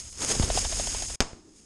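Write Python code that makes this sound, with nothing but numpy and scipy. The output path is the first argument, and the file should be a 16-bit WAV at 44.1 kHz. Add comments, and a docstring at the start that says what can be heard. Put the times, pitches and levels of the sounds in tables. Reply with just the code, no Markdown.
"""An open field: a game bird thrashes out of dry grass and climbs away on clapping, whistling wings.
Blades hiss and crackle, stems snap and wind rumbles on the microphone. The sound cuts out for an
instant, then one shotgun blast cracks, scatters over the stubble and rolls back from distant trees.
All is heard through a small body-worn camera that takes a few knocks and rings in the treble."""
import sys
import numpy as np
from scipy import signal
from scipy.fft import rfft, irfft
from scipy.io import wavfile
from scipy.ndimage import uniform_filter1d

SR = 44100
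rng = np.random.default_rng(int(sys.argv[2]) if len(sys.argv) > 2 else 0)


def materialize(psi):
    """Save the field psi as 16-bit PCM at rate SR to the path in sys.argv[1].

    A 1-D psi becomes a single channel; in a 2-D psi each row is a channel.
    """
    bounded = np.clip(np.atleast_2d(psi).T, -1, 1)
    quanta = np.round(bounded * 32767).astype(np.int16)
    wavfile.write(sys.argv[1], SR, quanta)


N = 72765
T = np.arange(N) / SR

# wingbeats: (time [s], clap pitch [Hz], clap level [dB], swish level [dB], air push level [dB])
WINGBEATS = [(.221, 795, -40, -31, -54), (.243, 698, -42, -36, -51), (0.304, 702, -32, -33, -50),
             (.317, 849, -33, -30.5, -54), (.353, 680, -31, -32, -29), (.427, 800, -26, -27.5, -22),
             (.503, 691, -20, -27, -25), (.576, 760, -17.5, -26.5, -28), (.650, 699.5, -24, -28.5, -24.5),
             (.725, 690.5, -27.5, -30, -27.5), (.799, 692, -25.5, -29, -26), (.874, 710, -30, -33, -29.5),
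             (.949, 686, -31, -33, -28), (1.025, 729, -33, -35, -28), (1.102, 694, -36, -41, -35.5)]
# tone of the feathers' swish and of the soft upstroke: (frequency [Hz], level [dB])
SWISH_EQ = [(150, -17), (450, 5), (900, 7), (1200, -4), (1700, -1.5), (2500, -4.5), (3400, -2.5),
            (4500, -10.5), (8000, -16), (13000, -20)]
UPSTROKE_EQ = [(80, -22), (250, -3), (480, -1), (800, -12), (2000, -22), (8000, -27)]
# muzzle blast and its reflections: (delay [s], level [dB], push length [s], brightness [Hz])
BLASTS = [(0, 0, .0008, 7500), (.0003, -15, .0055, 2500), (.0013, -6, 0.00026, 8000),
          (.0053, -4.5, .0004, 3000), (.0072, -24, 0.0005, 2500), (0.0165, -13.5, .0005, 1800),
          (.0208, -13, .0005, 2200), (.048, -32, 0.0031, 1500), (0.1278, -28, 0.0035, 1800)]
# tone of the shot's crack, grass splash, early scatter, tail and roll: (frequency [Hz], level [dB])
CRACK_EQ = [(200, -26), (800, 5), (1500, -2), (3200, 6), (5200, -10), (7500, -2), (9200, -13), (11500, -19),
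            (14000, -2.5)]
SPLASH_EQ = [(200, -21), (1500, 4), (3000, -6), (6000, -1.5), (9000, -4), (13000, -22)]
SCATTER_EQ = [(30, -11), (100, 12), (160, -3), (300, 1), (850, 3), (1400, -3), (3000, -7), (6000, -22),
              (9000, -11), (13000, -31)]
TAIL_EQ = [(50, 6), (200, -1.5), (850, 4), (1400, -3), (3000, -8), (6000, -15), (9000, -11.5), (13000, -29)]
ROLL_EQ = [(40, -14), (110, -11), (200, 1), (350, 2.5), (550, -14.5), (1000, -19.5), (2000, -28.5),
           (8000, -33.5)]
# swells of the roll from the distant trees: (time [s], level [dB])
ROLL_ENVELOPE = [(1.25, -59), (1.36, -51), (1.43, -58), (1.478, -50.5), (1.53, -59.5), (1.65, -59)]
# stir of the dry grass: (time [s], relative level [dB])
GRASS_ENVELOPE = [(0, -34), (.03, -42), (.168, -42.5), (.226, -26), (.256, -29.5), (.302, -24.5),
                  (.317, -24), (.338, -28), (.505, -31), (.586, -24), (.655, -29.5), (.786, -28.5),
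                  (1.0, -30.5), (1.155, -35), (1.21, -54), (1.43, -65.5), (1.53, -59.5), (1.572, -52),
                  (1.65, -57.5)]
# tone of dry blades and stems: (frequency [Hz], level [dB])
GRASS_EQ = [(100, 3.5), (300, -1), (700, -4.5), (1400, -5), (3000, -1.5), (4300, -6), (6000, -3),
            (7500, -1), (9500, 4), (12600, -2), (13800, -28)]
# snapping stems: (time [s], relative level [dB])
STEM_SNAPS = [(.128, -27), (0.219, -33), (.248, -11.5), (.3005, -28), (0.314, -11), (.3168, -17),
              (0.43, -23), (0.4447, -14), (.546, -14), (.559, -22), (.588, -18)]
# the bird's thrashing in the cover: (time [s], level [dB])
THRASH_ENVELOPE = [(.17, -55), (.232, -33), (.27, -44.5), (.31, -30), (.37, -42.5), (.44, -37), (.6, -62),
                   (.75, -53), (1.15, -63)]
# its low, woody tone: (frequency [Hz], level [dB])
THRASH_EQ = [(40, -18), (130, 0), (250, 1), (450, 1), (700, -9.5), (1200, -5.5), (2200, -12), (5000, -20),
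             (13000, -52)]
# brief dips in the body of the rustle: (time [s], gain [dB])
RUSTLE_DIPS = [(0.111, -19), (0.685, -7), (1.074, -16.5)]
# knocks on the camera: (time [s], level [dB])
BUMPS = [(.366, -28), (.3983, -12), (.435, -25.5), (.556, -27.5)]
# gusts on the microphone: (time [s], level [dB])
WIND_ENVELOPE = [(0, -49.5), (.18, -48), (.25, -44), (.34, -45), (.41, -25.5), (.5, -35), (.7, -39),
                 (1.15, -43), (1.21, -64), (1.65, -62)]
# their rumbling tone: (frequency [Hz], level [dB])
WIND_EQ = [(15, -10), (42, 0), (85, -2), (135, -13.5), (220, -14), (400, -25), (1000, -37), (4000, -73)]
# resonances of the housing: (frequency [Hz], width [Hz], send level [dB])
HOUSING_RINGS = [(5144, 540, 8.5), (6505, 275, 11)]
# response of the microphone: (frequency [Hz], gain [dB])
MICROPHONE_EQ = [(20, -0.5), (4000, -2.5), (7500, 1.5), (9300, -3.5), (10300, -9), (11500, -20.5),
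                 (12600, -20.5), (13500, -36), (15500, -29)]

CUT_S, CUT_DB, SHOT_S = 1.158, -29.5, 1.2046


def wings():
    """Each beat is a soft upstroke, a hollow clap with a whistling swish, and a shove of air."""
    whistle_hz, upstroke_lead_s, push_lag_s = 3500, .019, .0092
    out, swish, upstroke = np.zeros((3, N))
    rasp = drift(280) + 1j * drift(280)  # widens the whistle into a breathy band
    ruffle = 1 + .35 * drift(300)
    for (s, clap_hz, clap_db, swish_db, push_db), phase in zip(WINGBEATS, rng.random(len(WINGBEATS))):
        age = np.clip(T - s, -.02, .02)
        clap_pitch = clap_hz * np.exp(-14 * age)  # clap and whistle both sag through the stroke
        whistle_pitch = whistle_hz * np.exp(-27 * age)
        angle = 2 * np.pi * (np.cumsum(clap_pitch) / SR + phase)
        hollow = np.sin(angle) + from_db(-8) * np.sin(.66 * angle)
        out += from_db(clap_db) * swell(s, rise_s=.0018, fall_s=.003) * hollow * ruffle
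        lift_s = s - upstroke_lead_s
        out += from_db(push_db) * (air_push(s + push_lag_s) + from_db(-10) * air_push(lift_s))
        stroke = from_db(swish_db) * swell(s, rise_s=.003, fall_s=.0065)
        whistle = rasp * np.exp(2j * np.pi * np.cumsum(whistle_pitch) / SR)
        out += from_db(-7) * stroke * whistle.real
        swish += stroke
        upstroke += from_db(clap_db - 13.5) * swell(lift_s, rise_s=.0077, fall_s=.0077)
    return out + swish * noise(SWISH_EQ) + upstroke * noise(UPSTROKE_EQ)


def air_push(s, width_s=.0056):
    """The weight of a wingbeat: one smooth shove of air between two shallow dips."""
    u = ((T - s) / width_s) ** 2
    return (1 - u) * fade(u / 2)


def shotgun():
    """The muzzle blast, its suction and reflections, scatter off the field, a low roll from the trees."""
    blasts = sum(blast(SHOT_S + delay, db, push_s, hz) for delay, db, push_s, hz in BLASTS)
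    suction = from_db(-24.5) * swell(SHOT_S + .011, rise_s=.0074, fall_s=.0051)
    rebound = from_db(-34) * swell(SHOT_S + .032, rise_s=.007, fall_s=.025)
    crack = from_db(-12) * decay(SHOT_S, fall_s=.0024) * noise(CRACK_EQ)
    # a bright splash comes straight back off the nearby grass
    splash = from_db(-35.5) * swell(SHOT_S + .019, rise_s=.0065, fall_s=.0041) * noise(SPLASH_EQ)
    scatter = from_db(-24) * decay(SHOT_S, fall_s=.015) * noise(SCATTER_EQ)
    tail = from_db(-34.5) * decay(SHOT_S, fall_s=.066) * noise(TAIL_EQ)
    roll = envelope(ROLL_ENVELOPE) * noise(ROLL_EQ)
    return (T >= SHOT_S) * (blasts - suction + rebound + crack + splash + scatter + tail + roll)


def blast(s, db, push_s, bright_hz):
    """The punch: a shock front, then pressure that falls through zero into suction."""
    age = np.maximum(T - s, 0) / push_s
    pressure = (T >= s) * (1 - age) * fade(age) + 1e-18
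    pole = np.exp(-2 * np.pi * bright_hz / SR)  # a low-pass rounds off the front
    return from_db(db) * signal.lfilter([1 - pole], [1, -pole], pressure)


def grass():
    """Countless dry blades crackle and hiss; now and then a stem snaps."""
    crackles_per_s, spread_db, hiss_db, flutter_db = 3500, 1.5, .5, .84
    sizes = from_db(spread_db * np.minimum(rng.exponential(1, N), 5)) * rng.choice([-1, 1], N)
    crackle = unit_rms(sizes * (rng.random(N) < crackles_per_s / SR))
    hiss = from_db(hiss_db) * rng.standard_normal(N)
    blades = unit_rms(equalise(crackle + hiss, GRASS_EQ))
    snaps = sum(from_db(db) * decay(s, fall_s=.00077) for s, db in STEM_SNAPS) * noise(GRASS_EQ)
    stir = envelope(GRASS_ENVELOPE) * from_db(2 + flutter_db * drift(55))
    return (blades * stir + snaps) / 2


def thrash():
    """The bird beats through the cover in low bursts of noise."""
    gate = (T > THRASH_ENVELOPE[0][0]) * (T < CUT_S)
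    return gate * envelope(THRASH_ENVELOPE) * noise(THRASH_EQ)


def duck_body(rustle, below_hz=3800, width_s=.0088):
    """The rustle thins out three times as everything below the treble dips briefly."""
    body = signal.sosfiltfilt(signal.butter(3, below_hz, fs=SR, output="sos"), rustle)
    dip_db = sum(db * np.exp(-((T - s) / width_s) ** 2) for s, db in RUSTLE_DIPS)
    return rustle + body * (from_db(dip_db) - 1)


def bumps():
    """Knocks on the camera as it swings after the bird: a tick, and a pitch that dives into a thud."""
    thud_hz, dive_hz, dive_s = 72, 302, .0023
    out = np.zeros(N)
    for s, db in BUMPS:
        age = np.maximum(T - s, 0)
        cycles = thud_hz * age + dive_hz * dive_s * (1 - fade(age / dive_s))
        thud = decay(s, fall_s=.013) * np.sin(2 * np.pi * cycles)
        tick = from_db(-2) * decay(s, fall_s=.00059)
        out -= from_db(db) * (thud + tick)
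    return out


def wind():
    """Wind buffets the microphone: a low bed of rumble with one strong gust."""
    return envelope(WIND_ENVELOPE) * noise(WIND_EQ)


def from_db(db):
    """Decibels to gain."""
    return 10 ** (np.asarray(db) / 20)


def unit_rms(x):
    """Scale to unit rms."""
    return x / np.sqrt(np.mean(x ** 2) + 1e-20)


def envelope(points):
    """A fader ride through (time [s], level [dB]) points."""
    return from_db(np.interp(T, *np.transpose(points)))


def equalise(x, curve, size=8192):
    """Minimum-phase EQ through (frequency [Hz], gain [dB]) points, so nothing rings ahead of a hit."""
    hz, db = np.transpose(curve)
    log_bins = np.log(np.fft.rfftfreq(size, 1 / SR) + 1)
    gain = from_db(np.interp(log_bins, np.log(hz), db))
    cepstrum = irfft(np.log(gain))
    cepstrum[1:size // 2] *= 2
    cepstrum[size // 2 + 1:] = 0
    impulse = irfft(np.exp(rfft(cepstrum)))
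    return signal.fftconvolve(x, impulse)[:N]


def noise(curve):
    """Coloured noise of unit rms."""
    return unit_rms(equalise(rng.standard_normal(N), curve))


def drift(hz):
    """Random wobble of unit rms, rolled off above hz."""
    lowpass = signal.butter(2, hz, fs=SR, output="sos")
    return unit_rms(signal.sosfilt(lowpass, rng.standard_normal(2 * N))[N:])


def decay(s, fall_s):
    """Hard attack at s, exponential release."""
    return (T >= s) * fade(np.abs(T - s) / fall_s)


def swell(s, rise_s, fall_s):
    """Soft attack to a peak at s, exponential release."""
    return fade(np.where(T < s, ((T - s) / rise_s) ** 2, (T - s) / fall_s))


def fade(u):
    """Exponential fall, held once it is far below hearing."""
    return np.exp(-np.minimum(u, 30))


def scene():
    """Grass, bird and wind, a brief hush, then the shot, all over a faint noise floor."""
    field = duck_body(grass() + thrash()) + wings() + bumps() + wind()
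    gap = 1.0 * ((T > CUT_S) & (T < SHOT_S))
    hush = from_db(CUT_DB * uniform_filter1d(gap, size=64))
    return (hush * field + shotgun() + from_db(-77) * noise(TAIL_EQ))[None]


def record(dry):
    """The housing rings, the microphone dulls the top, the shot's peak overloads."""
    ceiling, cutoff_hz = .85, 14562
    out = dry[0]
    for hz, width_hz, db in HOUSING_RINGS:
        ring = signal.lfilter(*signal.iirpeak(hz, hz / width_hz, fs=SR), dry[0])
        out = out + from_db(db) * ring
    out = np.clip(equalise(out, MICROPHONE_EQ), -ceiling, ceiling)
    return signal.sosfilt(signal.ellip(8, .5, 80, cutoff_hz, fs=SR, output="sos"), out)[None]


dry = scene()
out = record(dry)
materialize(out)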